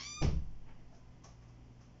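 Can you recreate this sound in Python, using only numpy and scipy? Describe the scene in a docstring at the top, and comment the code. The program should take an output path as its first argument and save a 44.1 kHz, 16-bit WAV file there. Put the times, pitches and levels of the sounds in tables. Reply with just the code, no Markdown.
"""A dry hinge rasps, then locks into a rising squeal as its stick-slip friction turns regular.
The inner door meets its stop with a thud and a rattle, rebounds softly and sets the air of the
rooms swaying; each impact excites damped modes of door and room. A few faint scuffs and taps
of handling follow, in a small room with a low mains hum."""
import sys
import numpy as np
from scipy import signal
from scipy.fft import rfft, irfft
from scipy.io import wavfile

SR = 44100
rng = np.random.default_rng(int(sys.argv[2]) if len(sys.argv) > 2 else 0)


def wrap_up_sound(samples):
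    """Save the sound to the file named by the first command line argument, as 16-bit audio."""
    columns = np.atleast_2d(samples).T
    # keep every value between -1 and 1, then stretch to whole-number steps
    tamed = np.clip(columns, -1, 1)
    steps = np.round(tamed * 32767).astype(np.int16)
    wavfile.write(sys.argv[1], SR, steps)


N = 88200
T = np.arange(N) / SR

# impacts of the door on its stop (time [s], boom [dB], knock [dB], rattle [dB])
DOOR_IMPACTS = [(0.212, -43, -37, -75), (0.2196, -32.5, -35, -44.5), (0.239, -30.5, -39.5, -49),
                (.279, -39, -48.5, -64.5), (.322, -37.5, -59, -83), (.352, -40, -60, -89.5)]


def undb(db):
    """Amplitude ratio of a level in decibels."""
    return 10 ** (np.asarray(db) / 20)


def unit(x):
    """Normalisation to rms 1."""
    return x / np.sqrt(np.mean(x ** 2))


def noise(spectrum):
    """Filtered white noise of rms 1: follows (frequency [Hz], level [dB]) from 15 Hz to 8 kHz."""
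    hz, db = np.array(spectrum, float).T
    f = np.arange(N // 2 + 1) * SR / N + 1e-3
    gain = undb(np.interp(np.log(f), np.log(hz), db)) / (1 + (15 / f) ** 4) * (f < 8000)
    return unit(irfft(rfft(rng.standard_normal(N)) * gain, N))


def wander(rate_hz, size=N):
    """Low-pass random fluctuation of rms 1."""
    f = np.arange(size // 2 + 1) * SR / size
    return unit(irfft(rfft(rng.standard_normal(size)) * np.exp(-(f / rate_hz) ** 2), size))


def strike(start, attack, t60):
    """Envelope of a damped vibration: linear rise, then exponential decay by 60 dB in t60 seconds."""
    age = T - start
    return np.clip(age / attack, 0, 1) * np.exp(-np.log(1000) * np.maximum(age - attack, 0) / t60)


def reverberate(x, wet_db):
    """Reverberation: a small room's diffuse reflections share the power with the direct sound."""
    tail = rng.standard_normal(N) * strike(0.0071, 0.0031, t60=.38)
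    wet = signal.fftconvolve(x, tail / np.sqrt(np.sum(tail ** 2)))[:len(x)]
    return (x + undb(wet_db) * wet) / np.sqrt(1 + undb(wet_db) ** 2)


def background():
    """Line spectrum over broadband noise: mains and appliance hum wavers above steady room tone."""
    # room tone (frequency [Hz], relative level [dB])
    room_spectrum = [(20, 4), (50, 2.5), (85, -7), (150, -6.5), (260, -8.5), (430, -17), (750, -20),
                     (1050, -23), (1420, -29), (2000, -29), (3200, -31), (3850, -40), (4800, -35),
                     (5700, -32), (7300, -42)]
    # hum partials (frequency [Hz], rms level [dB], waver [dB])
    hum_partials = [(59.5, -63.5, 1), (119.5, -61, 1.5), (167, -72, 2), (249, -73, 2), (758, -85, 1),
                    (1008, -84, 1), (2019, -89, 1)]
    waver_hz, drift_rad = 2.4, .6
    out = undb(-60) * noise(room_spectrum)
    for hz, db, waver_db in hum_partials:
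        phase = 2 * np.pi * (hz * T + rng.random()) + drift_rad * wander(waver_hz)
        out += np.sqrt(2) * undb(db + waver_db * wander(waver_hz)) * np.sin(phase)
    return out


def handling():
    """Transient excitation: soft scuffs and taps, each a decaying noise burst with a woody resonance."""
    # contacts (time [s], attack [s], low [dB], middle [dB], high [dB], ring frequency [Hz])
    taps = [(.655, 0.037, -67, -65.5, -96, 877), (0.908, 0.026, -65.5, -94, -79, 688),
            (0.936, 0.015, -86, -95, -73, 1146), (1.234, 0.011, -61, -70, -60, 1140),
            (1.405, 0.022, -73, -75, -77.5, 1160), (1.469, 0.02, -78, -83, -76.5, 1130),
            (1.801, 0.012, -74, -73.5, -71.5, 1140)]
    # their three noise bands (frequency [Hz], relative level [dB])
    low_band = [(200, -7), (480, -8), (680, 0), (1150, -10.5), (1400, -12), (1900, -17.5), (3000, -32)]
    middle_band = [(700, 1), (1600, 9), (2900, 5), (4000, -16), (7000, -38)]
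    high_band = [(2500, -13.5), (4500, -10), (5300, -1), (6000, 1), (6600, -3.5), (7300, -17)]
    scatter_rad = 1.6
    out = np.zeros(N)
    for start, attack, low_db, middle_db, high_db, ring_hz in taps:
        ring = np.sqrt(2) * np.sin(2 * np.pi * ring_hz * T + scatter_rad * wander(rate_hz=43))
        body = undb(low_db) * (noise(low_band) + undb(-3) * ring)
        scrape = undb(middle_db) * noise(middle_band) + undb(high_db) * noise(high_band)
        out += (body + scrape) * strike(start, attack, t60=0.37)
    return out


def air_sway():
    """Damped oscillation: pushed by the stopping door, the air rocks infrasonically between the rooms."""
    push_s, push_hz = DOOR_IMPACTS[0][0], 23
    sway_s, sway_hz = .268, 10.4
    push = np.sin(2 * np.pi * push_hz * (T - push_s)) * strike(push_s, .002, t60=0.14)
    sway = np.sin(2 * np.pi * sway_hz * (T - sway_s)) * strike(sway_s, 0.016, t60=1.8)
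    return undb(-23.5) * push + undb(-31) * sway


def hinge():
    """Stick-slip friction of the hinge pin: irregular slips rasp, periodic ones squeal."""
    # pitch of the squeal (time [s], slip rate [Hz])
    slip_rates = [(0, 1065), (.021, 1073), (.027, 1149), (.048, 1152), (.064, 1157), (.076, 1184),
                  (.132, 1179), (.141, 1210), (.168, 1203), (.184, 1229), (.203, 1196), (.22, 1191)]
    # friction drive (time [s], level [dB], roughness [0-1], spectral tilt [dB/octave])
    friction = [(0, -45, 0.98, -1.5), (.025, -46.5, 0.79, -0.5), (.045, -48, 0.78, 1.5),
                (0.069, -47.5, 0.1, 0.5), (.11, -48, 0.09, 0.5), (0.154, -47.5, 0.11, 0),
                (.185, -49, 0, -7), (.21, -48.5, 0.15, -2.5)]
    # slip spectrum (harmonic number, relative level [dB])
    harmonics = [(1, -6.5), (2, -2.5), (3, -2), (4, -3), (5, 3), (6, -6.5)]
    # hinge resonances that the harmonics sweep through (frequency [Hz], width [Hz], lift [dB])
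    resonances = [(2273, 170, 5), (4270, 260, 1.5), (4660, 130, 8.5), (6070, 94, 2)]
    stop_s, release_s = .218, .006
    lead = N // 10  # the hinge is already turning at time zero
    t = np.arange(-lead, N) / SR
    times, *columns = np.array(friction).T
    level_db, roughness, tilt = (np.interp(t, times, column) for column in columns)
    pitch = np.interp(t, *np.array(slip_rates).T)
    jitter = (.004 + .016 * roughness) * wander(rate_hz=400, size=len(t))
    phase = 2 * np.pi * np.cumsum(pitch * (1 + jitter)) / SR
    tone = power = 0
    for k, db in harmonics:
        gain = undb(db + tilt * np.log2(k))
        lift_db = sum(lift / (1 + (2 * (k * pitch - hz) / width) ** 2) for hz, width, lift in resonances)
        tone += gain * undb(lift_db) * np.sin(k * phase + rng.uniform(0, 2 * np.pi))
        power += gain ** 2 / 2
    depth = 1.3 * roughness
    chatter = (1 + depth * np.tanh(wander(rate_hz=600, size=len(t)))) / np.sqrt(1 + depth ** 2 / 2)
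    moving = np.clip(1 - (t - stop_s) / release_s, 0, 1)
    squeal = tone / np.sqrt(power) * chatter * moving * undb(level_db)
    return reverberate(squeal, wet_db=-5)[lead:]


def door_thud():
    """Impact excitation: each blow cracks, knocks the panel and rattles its fittings; low modes boom on."""
    # modes of door and room (frequency [Hz], level relative to the boom [dB], t60 [s], build-up [s])
    door_modes = [(46.3, -13, 1.0, 0.045), (66.1, 5, 0.16, .03), (91.7, -7, 0.61, 0.038),
                  (146.85, -0.5, 0.23, 0.016), (162.45, -3, 0.32, 0.01), (293.3, -12, 0.22, 0.0053),
                  (390, -12, 0.12, .005), (542.7, -27.5, 0.17, 0.017)]
    # noise spectra of an impact (frequency [Hz], relative level [dB])
    boom_spectrum = [(25, -8), (50, 0.5), (90, 1.5), (120, -6), (160, -3.5), (200, -14.5), (400, -31.5),
                     (900, -65.5)]
    knock_spectrum = [(80, -19.5), (160, 3), (310, 0.5), (410, 0), (500, -7), (720, -9), (1000, -20),
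                      (2000, -50)]
    rattle_spectrum = [(200, 5), (600, -8), (1000, 2.5), (1600, -4.5), (2500, 0), (3900, -9), (5600, -1.5),
                       (7300, -20)]
    attack_s = .007
    out = np.zeros(N)
    for start, boom_db, knock_db, rattle_db in DOOR_IMPACTS:
        modes = sum(undb(db) * np.sin(2 * np.pi * hz * (T - start)) * strike(start, build, t60)
                    for hz, db, t60, build in door_modes)
        rumble = undb(-7) * noise(boom_spectrum) * strike(start, 0.011, t60=.5)
        knock = noise(knock_spectrum) * strike(start, attack_s, t60=.26)
        crack_envelope = undb(2) * strike(start, attack_s / 2, t60=0.048)
        rattle = noise(rattle_spectrum) * (strike(start, attack_s, t60=.37) + crack_envelope)
        out += undb(boom_db) * (modes + rumble) + undb(knock_db) * knock + undb(rattle_db) * rattle
    return out


def scene():
    """Superposition of all sources at one point."""
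    return (hinge() + door_thud() + air_sway() + handling() + background())[None]


def record(dry):
    """Band limiting: an elliptic low-pass filter cuts the treble steeply."""
    cutoff_hz = 7350
    return signal.sosfilt(signal.ellip(8, .2, 70, cutoff_hz, fs=SR, output="sos"), dry)


dry = scene()
out = record(dry)
wrap_up_sound(out)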